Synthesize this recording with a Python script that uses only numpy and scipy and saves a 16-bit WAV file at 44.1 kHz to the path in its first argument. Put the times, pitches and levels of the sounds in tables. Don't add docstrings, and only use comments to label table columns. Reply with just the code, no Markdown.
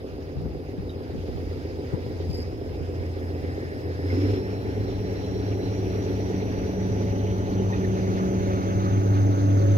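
import sys
import numpy as np
from scipy import signal
from scipy.io import wavfile
from scipy.ndimage import uniform_filter1d, map_coordinates

SR = 44100
rng = np.random.default_rng(int(sys.argv[2]) if len(sys.argv) > 2 else 0)


def store_wav(level_fs):
    pcm = np.round(np.clip(np.atleast_2d(level_fs), -1, 1) * 32767)
    wavfile.write(sys.argv[1], SR, pcm.T.astype(np.int16))


def boost_factor(decibels):
    exponent = np.asarray(decibels, float) / 20
    return 10 ** exponent


N = 430857
SIDES = np.array([[.5], [-.5]])


def rms_one(x):
    return x / np.sqrt(np.mean(x ** 2) + 1e-20)


def curve(points):
    t, value = np.transpose(points)
    return np.interp(np.arange(N) / SR, t, value)


def at_hz(points, hz):
    f, value = np.transpose(points)
    return np.interp(np.log(hz), np.log(np.maximum(f, 1)), value)


def swells(rows):
    t = np.arange(0, N, 40) / SR
    db = sum(peak_db * np.exp(-((t - s) / half) ** 2) for s, half, peak_db in rows)
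    return np.repeat(db, 40)[:N]


def flicker(rate, spread_db):
    r = np.exp(-80 * np.pi * rate / SR)
    coarse = rng.standard_normal(N // 40 + 2002)
    slow = signal.lfilter([1], [1, -2 * r, r * r], coarse)[2000:]
    return np.repeat(boost_factor(spread_db * rms_one(slow)), 40)[:N]


def lowpass(x, order, hz):
    return signal.sosfilt(signal.butter(order, hz, fs=SR, output="sos"), x)


def bandpass(x, low_hz, high_hz):
    return signal.sosfilt(signal.butter(2, [low_hz, high_hz], "band", fs=SR, output="sos"), x)


def resonate(x, hz, width_hz):
    r = np.exp(-np.pi * width_hz / SR)
    feedback = [1, -2 * r * np.cos(2 * np.pi * hz / SR), r * r]
    return signal.lfilter(np.array([1, 0, -1]) * (1 - r * r) / 2, feedback, x + 1e-18)


def ring(clicks, hz, t60):
    r, w = boost_factor(-60 / (t60 * SR)), 2 * np.pi * hz / SR
    return signal.lfilter([0, np.sin(w)], [1, -2 * r * np.cos(w), r * r], clicks + 1e-18)


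def banded_noise(spectrum, patchy_db):
    # f/Hz, share [0..1]
    likeness = [(30, .7), (100, .85), (500, .85), (1200, .85), (2500, .6), (5000, .3), (12000, .3)]
    # f/Hz, left minus right level/dB
    tilt = [(60, 3), (110, 2), (200, 0.5), (380, 3), (700, 0), (1290, -3), (2380, -1), (4400, 2),
            (8120, -2.5), (15000, 1)]
    low_hz, top_hz = spectrum[1][0] / 1.25, min(spectrum[-2][0] * 1.15, 17000)
    edges = np.geomspace(low_hz, top_hz, int(3 * np.log2(top_hz / low_hz)) + 2)
    white = rng.standard_normal((2, 2, N))
    out = np.zeros((2, N))
    for k, (low, high) in enumerate(zip(edges, edges[1:])):
        hz = np.sqrt(low * high)
        alike = np.clip(at_hz(likeness, hz), 0, 1)
        side_gain = boost_factor(at_hz(spectrum, hz) + at_hz(tilt, hz) * SIDES)
        mix = side_gain * np.sqrt([1 + alike, 1 - alike]) * [[1, 1], [1, -1.62]]
        out += flicker(17.0, patchy_db) * (mix @ bandpass(white[k % 2], low, high))
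    return rms_one(out * flicker(12.0, 0.4 * patchy_db))


def surge():
    # starts, full, holds until, gone [t/s]
    surge_times = (4.0, 4.14, 4.33, 4.42)
    return np.interp(np.arange(N) / SR, surge_times, [0, 1, 1, 0])


def layer_db(name):
    # t/s, level/dB
    effort = [(0, -54.5), (.7, -55), (1.4, -51.5), (2.3, -50.5), (2.6, -53.5), (3.2, -51.5), (3.95, -51),
              (4.45, -49), (5.6, -48), (6.1, -46.5), (7.3, -48), (8.4, -46), (9.4, -48.5), (9.77, -46.5)]
    layers = {"exhaust": (-38.3, .5, .3, 6.), "clatter": (-54.5, 1, 0, 5.5), "hiss": (-68.5, .8, -.15, 3.5),
              "rumble": (-40, .15, 1.12, -.5), "whistle": (-64, .6, .75, 7.), "octave": (-84, .6, 1.05, 7.)}
    start_db, share, rise_db, surge_db = layers[name]
    effort_db = curve(effort)
    follow_db = share * (effort_db - effort_db[0])
    return start_db + follow_db + rise_db * np.arange(N) / SR + surge_db * surge()


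def crankshaft():
    # t/s, f/Hz
    speed_points = [
        (0, 7.2595),
        (4.0, 7.261),
        (4.355, 8.49),
        (5, 8.481),
        (7.6, 8.4815),
        (9.77, 8.461),
    ]
    speed = curve(speed_points)
    cycle = .027 + np.cumsum(speed) / SR
    load = np.clip((speed - speed[0]) / 1.2, 0, 1)
    return cycle, load


def exhaust(cycle, load):
    # arrival [twelfths of a cycle], coasting level/dB, loaded level/dB
    cylinders = [(0., 0, -2), (1.1, -9, -10), (1.93, -11, -9), (2.9, -10, -11), (4.085, -2, -2),
                 (5.07, -9, 0), (5.9, -11, -5), (6.8, -16, -13), (8.17, -9, -1), (9.17, -12, -7),
                 (10.2, -14, -15), (10.9, -16, -10)]
    # f/Hz, width/Hz, coasting level/dB, loaded level/dB
    pipes = [(138, 45, -19., -20), (266, 28., -8., -1), (292, 34., -3, -2.5), (400, 100., -4., -5.5),
             (387, 40., -5., -4.5), (422, 32, -12, -1), (490., 28, -7.5, -16.5), (660, 170, -16.5, -12)]
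    # t/s, half length/s, level/dB
    turning_away = [(9.6, 1.9, -6.5)]
    scatter_db, jitter = 1.5, 5.
    place, coast_db, load_db = np.transpose(cylinders)
    turns = np.arange(int(cycle[-1]) + 1)[:, None] + place / 12
    chance = rng.standard_normal((2,) + turns.shape)
    at = np.interp(turns, cycle, np.arange(N)) + jitter * chance[0]
    at = np.clip(at, 0, N - 1).astype(int)
    pulses = np.zeros(N)
    pulses[at] = boost_factor(coast_db + load[at] * (load_db - coast_db) + scatter_db * chance[1])
    pulses[[0, -1]] = 0
    pulses = lowpass(pulses + 1e-18, 3, 800.)
    out = np.zeros(N)
    for hz, width_hz, pipe_coast_db, pipe_load_db in pipes:
        tone = resonate(resonate(pulses, hz, width_hz), hz, 2 * width_hz)
        out += boost_factor(pipe_coast_db + load * (pipe_load_db - pipe_coast_db)) * rms_one(tone)
    steady = out / np.sqrt(uniform_filter1d(out ** 2, size=30000))
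    return boost_factor(layer_db("exhaust") + swells(turning_away)) * steady


def crank_tones(cycle, load):
    # t/s, rms level/dB
    drone_level = [(0, -46), (1.1, -43), (1.4, -36.5), (2.0, -40), (2.31, -31), (2.58, -38), (3.15, -32),
                   (4.0, -35), (4.5, -33), (5.0, -31), (5.5, -29.5), (6.6, -33), (6.95, -26.5), (7.15, -28),
                   (8.1, -29), (8.45, -27.5), (9.09, -20.5), (9.77, -19)]
    tone_settings = {"drone": (0, -.5, 10.5, 1.3), "fan": (-52, -43, -8., 2.5),
                     "fan 2": (-54, -44, 10., 2.), "fan 3": (-51, -52, 6., 2.), "boom": (-53, -51, 6., 1.5),
                     "gear": (-63, -56, -3., .8), "eighth": (-52, -47, 4., 2.), "ninth": (-50, -47, 5., 2.)}
    # t/s, half length/s, level/dB
    CANCELLING = [(3.76, .04, -9), (4.41, .04, -9), (5.25, .12, -9), (6.7, .07, -9), (8.3, .08, -19)]
    facing = {"drone": CANCELLING, "fan": [(6.3, .9, 7.), (8.3, 1.1, 13.5)], "fan 2": [(5.9, .5, 6.),
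              (8.15, .8, 10.)], "fan 3": [(7.0, .6, 7.), (8.6, .9, 11.), (9.7, .22, 16.)],
              "boom": [(6.0, .9, 11.), (9.4, .9, 19.)], "gear": [(7.2, .8, 7.), (9.0, .5, 8.)],
              "eighth": [(5.8, .8, 3.), (9.8, 1.5, -8.)], "ninth": [(7.3, 1.1, 7.), (9.8, 1.1, -8.)]}
    fan = 22.24
    orders = [12, fan, 2 * fan, 3 * fan, 34, 102.1, 8, 9]
    out = 0
    for order, (name, (coast_db, load_db, surge_db, unsteady_db)) in zip(orders, tone_settings.items()):
        db = coast_db + load * (load_db - coast_db) + surge_db * surge() + swells(facing[name])
        if name == "drone":
            db = db + curve(drone_level)
        sine = np.sqrt(2) * np.sin(2 * np.pi * order * cycle)
        out = out + boost_factor(db) * flicker(11.0, unsteady_db) * sine
    return out


def turbo():
    # t/s, f/Hz
    pitch = [(0.0, 4950), (2.23, 4950), (2.58, 5070), (4.0, 5050), (4.26, 5260), (4.79, 5530), (5.22, 5610),
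             (7.45, 6010), (8.6, 6160), (9.77, 6270)]
    # t/s, half length/s, level/dB
    whistle_flare = [(2.4, .12, 5.), (4.8, .25, -3.)]
    # t/s, half length/s, level/dB
    octave_flare = [(5.9, .5, 3.), (9.1, .45, 4.)]
    flare_db = swells(whistle_flare)
    whistle_db = layer_db("whistle") + flare_db
    octave_db = layer_db("octave") + flare_db + swells(octave_flare)
    phase = 2 * np.pi * np.cumsum(curve(pitch)) / SR
    out = 0
    for k, db, width_hz in [(1, whistle_db, 135.), (2, octave_db, 400.)]:
        wobble = lowpass(rng.standard_normal((2, 3, N)), 2, width_hz)
        band = wobble[0] * np.cos(k * phase) + wobble[1] * np.sin(k * phase)
        out = out + boost_factor(db) * rms_one(band[0] + 2.4 * band[1:])
    return out


def rumble():
    # f/Hz, level/dB per Hz
    colour = [(15, -55), (25, -33.5), (86, -1.5), (109, 0), (199, -17), (260, -6.5), (325, -7),
              (387, -10.5), (566, -17), (642, -13.5), (1100, -32), (1430, -60), (2420, -120)]
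    return boost_factor(layer_db("rumble")) * banded_noise(colour, patchy_db=0.5)


def clatter():
    # f/Hz, level/dB per Hz
    colour = [(530, -40.5), (900, -25), (1050, -3), (1350, -3.5), (2050, -2.5), (3590, -12), (3990, -10),
              (5030, -13), (5800, -14.5), (6620, -18), (7500, -59), (9750, -74), (16500, -120)]
    return boost_factor(layer_db("clatter")) * lowpass(banded_noise(colour, patchy_db=1.97), 6, 6800.)


def hiss():
    # f/Hz, level/dB per Hz
    colour = [(4000, -40), (6800, -12), (7370, 3), (8130, -2), (9070, 5.5), (11500, 10), (14400, 7.5),
              (16300, 1)]
    # t/s, half length/s, level/dB
    hiss_flare = [(3.5, .7, 1.8), (9.5, .45, 1.8)]
    return boost_factor(layer_db("hiss") + swells(hiss_flare)) * banded_noise(colour, patchy_db=0.7)


def wind():
    # t/s, half length/s, level/dB
    breeze = [
        (1.36, .2, 11.),
        (2.0, .15, -5.),
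        (2.4, .35, 7.),
        (3.8, .4, -5.),
        (4.95, .22, 8.),
        (6.8, 1.5, 4.),
    ]
    # t/s, peak level/dB, left minus right level/dB, length/s
    gusts = [(0.35, -22.5, 1, 0.053), (0.431, -24, 5, 0.045), (0.518, -32, -9, 0.05),
             (0.776, -21.5, 4, 0.022), (0.83, -36, -2.0, 0.038), (1.127, -26.5, 12, 0.03),
             (1.169, -27, -5, 0.019), (1.279, -26, 2, 0.018), (1.342, -31, -3, 0.027),
             (1.566, -28.5, -8, 0.028), (1.928, -27, 26, 0.022), (2.039, -26, 6, 0.042),
             (2.283, -24, 10, 0.022), (2.799, -33, -13, 0.03), (3, -30, -12, 0.018)]
    noise = rng.standard_normal((3, N)) * [flicker(13.0, 1.9) for _ in range(3)]
    lumpy = bandpass(1.2 * noise[0] + noise[1:], 40., 90.)
    out = boost_factor(-44 + swells(breeze)) * rms_one(lumpy)
    age = np.arange(8000) / SR
    for s, db, pan_db, length in gusts:
        puff = bandpass(rng.standard_normal((3, len(age))), 55., 160.)
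        puff = rms_one(puff[0] + 0.83 * puff[1:])
        shape = age / length * np.exp(1 - age / length * 2)
        out[:, round(s * SR):][:, :len(age)] += boost_factor(db + 1.2 + SIDES * pan_db) * shape * puff
    return out


def knocks():
    # t/s, peak level/dB, f/Hz, t60/s
    knock_events = [(.875, -52, 2270, .02), (.892, -47, 3800, 0.11), (.895, -48, 1800., .04),
                    (.9, -52, 3000., .04), (1.93, -43, 990, 0.12), (7.724, -37.5, 1880, 0.14),
                    (7.731, -43.5, 2500., 0.12), (7.7, -33, 850, .16), (7.74, -45, 1300., 0.097),
                    (7.73, -46, 3700., .08), (7.843, -40.5, 1820, .08), (7.885, -58.5, 9600., .05),
                    (4.1, -40., 2130, 0.11), (4.25, -42., 2030, .1)]
    out = np.zeros(N)
    age = np.arange(int(.15 * SR)) / SR
    for s, db, hz, t60 in knock_events:
        burst = resonate(rng.standard_normal(len(age)), hz, 25. 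/ t60 ** .5)
        burst = rms_one(resonate(burst, hz, 600.))
        out[round(s * SR):][:len(age)] += boost_factor(db + 1.5 - 60 * age / t60) * burst
    return out


def clinks():
    # t/s, peak level/dB
    clink_events = [
        (2.2997, -43),
        (2.3114, -43),
        (2.348, -39),
        (2.378, -41),
        (2.394, -47),
    ]
    # from t/s, to t/s, touches per s, level/dB
    rattle = (2.325, 2.43, 600, -50.5)
    # f/Hz, width/Hz, level/dB
    steel = [(4720, 65, 2), (5000, 65, 2), (5430, 57, -9), (7180, 110, -11), (9420, 86, -17),
             (10400, 66, -23), (11300, 170, -11), (12500, 37, -19), (12900, 46, -23), (13700, 79, -18),
             (14900, 60, -22)]
    clink_s, clink_db = np.transpose(clink_events)
    at = np.round(clink_s * SR).astype(int)
    start, end, per_s, rattle_db = rattle
    span = slice(round(start * SR), round(end * SR))
    count = span.stop - span.start
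    heard = slice(2 * SR, 3 * SR)
    out = np.zeros(N)
    for hz, width_hz, level_db in steel:
        clicks = np.zeros(N)
        touches = rng.random(count) < per_s / SR
        clicks[span] = boost_factor(rattle_db) * rng.standard_normal(count) * touches
        clicks[at] = boost_factor(clink_db - 3 + rng.normal(0, 2, len(at)))
        softened = resonate(clicks[heard], hz, 900.)
        out[heard] += boost_factor(level_db) * ring(softened, hz, 2.2 / width_hz)
    return out


def wheels():
    # t/s,
    # length/s, f/Hz, width/Hz, level/dB
    singing = [
        (3.9, .9, 1790, 400., -51),
        (5.4, 1.3, 4070., 120., -60.),
        (7.6, 0.73, 3000., 500., -61),
        (8.5, .5, 2130, 400., -56.5),
        (9.007, 1.4, 1236, 443, -45.5),
        (7.8, 1.32, 165, 70.5, -41),
        (4.2, .13, 283, 30., -31),
        (7.9, 1.3, 225, 60., -41),
        (3.0, 1.9, 7750, 900., -75),
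    ]
    out = np.zeros(N)
    for s, length, hz, width_hz, db in singing:
        heard = slice(max(0, round((s - 2 * length) * SR)), round((s + 2 * length) * SR))
        t = np.arange(N)[heard] / SR
        swell = np.exp(-((t - s) / length) ** 2) * flicker(9.4, 2.8)[heard]
        noise = resonate(rng.standard_normal(len(t)), hz, width_hz)
        out[heard] += boost_factor(db) * swell * rms_one(resonate(noise, hz, width_hz))
    return out


def cutting(x):
    out = np.zeros((2, N))
    lags = (rng.uniform(0.00809, .09, 10) * SR).astype(int)
    for k, lag in enumerate(lags):
        out[k % 2, lag:] += x[:-lag] * boost_factor(-110. * lag / SR) * (-1) ** (k // 2)
    return lowpass(out, 1, 1500.)


def spaced_microphones(train):
    # t/s, delay [samples]
    left_lag = [(0, 12.55), (5.5, 14.1), (7.5, 14.9), (9.77, 21.7)]
    heard_at = np.arange(N) - curve(left_lag)
    left = map_coordinates(train[0], [heard_at], order=3, prefilter=True, mode="nearest")
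    return np.array([left, train[1]])


def thin_out(x):
    # f/Hz, level/dB relative to the local mean
    dropped = [(1000, -30), (1600, -8), (6300, -10), (7200, -1.6), (9000, -1.2), (11500, -1.8),
               (16000, -.5)]
    hz, _, z = signal.stft(x, SR, nperseg=2048)
    power = uniform_filter1d(uniform_filter1d(abs(z) ** 2, size=5, axis=1), size=2, axis=2)
    around = uniform_filter1d(uniform_filter1d(power, size=24, axis=1), size=2, axis=2)
    threshold = boost_factor(2 * at_hz(dropped, np.maximum(hz, 1)))[:, None]
    kept = power > around * threshold
    return signal.istft(z * kept, SR, nperseg=2048)[1][:, :N]


def scene():
    cycle, load = crankshaft()
    near = exhaust(cycle, load) + knocks() + clinks() + wheels()
    train = near * boost_factor([[-.4], [.4]]) + boost_factor(-18.5) * cutting(near)
    train = train + crank_tones(cycle, load) + turbo()
    train = train + rumble() + clatter() + hiss()
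    return spaced_microphones(train) + wind()


def roll_off(x):
    return signal.sosfilt(signal.butter(12, 16540, fs=SR, output="sos"), x)


def record(dry):
    x = signal.sosfilt(signal.butter(2, 30., "high", fs=SR, output="sos"), dry)
    swap = np.array([[1, 1], [1, -1.04]]) / np.sqrt(2)
    mix = swap @ thin_out(swap @ x)
    return roll_off(mix)


dry = scene()
out = record(dry)
store_wav(out)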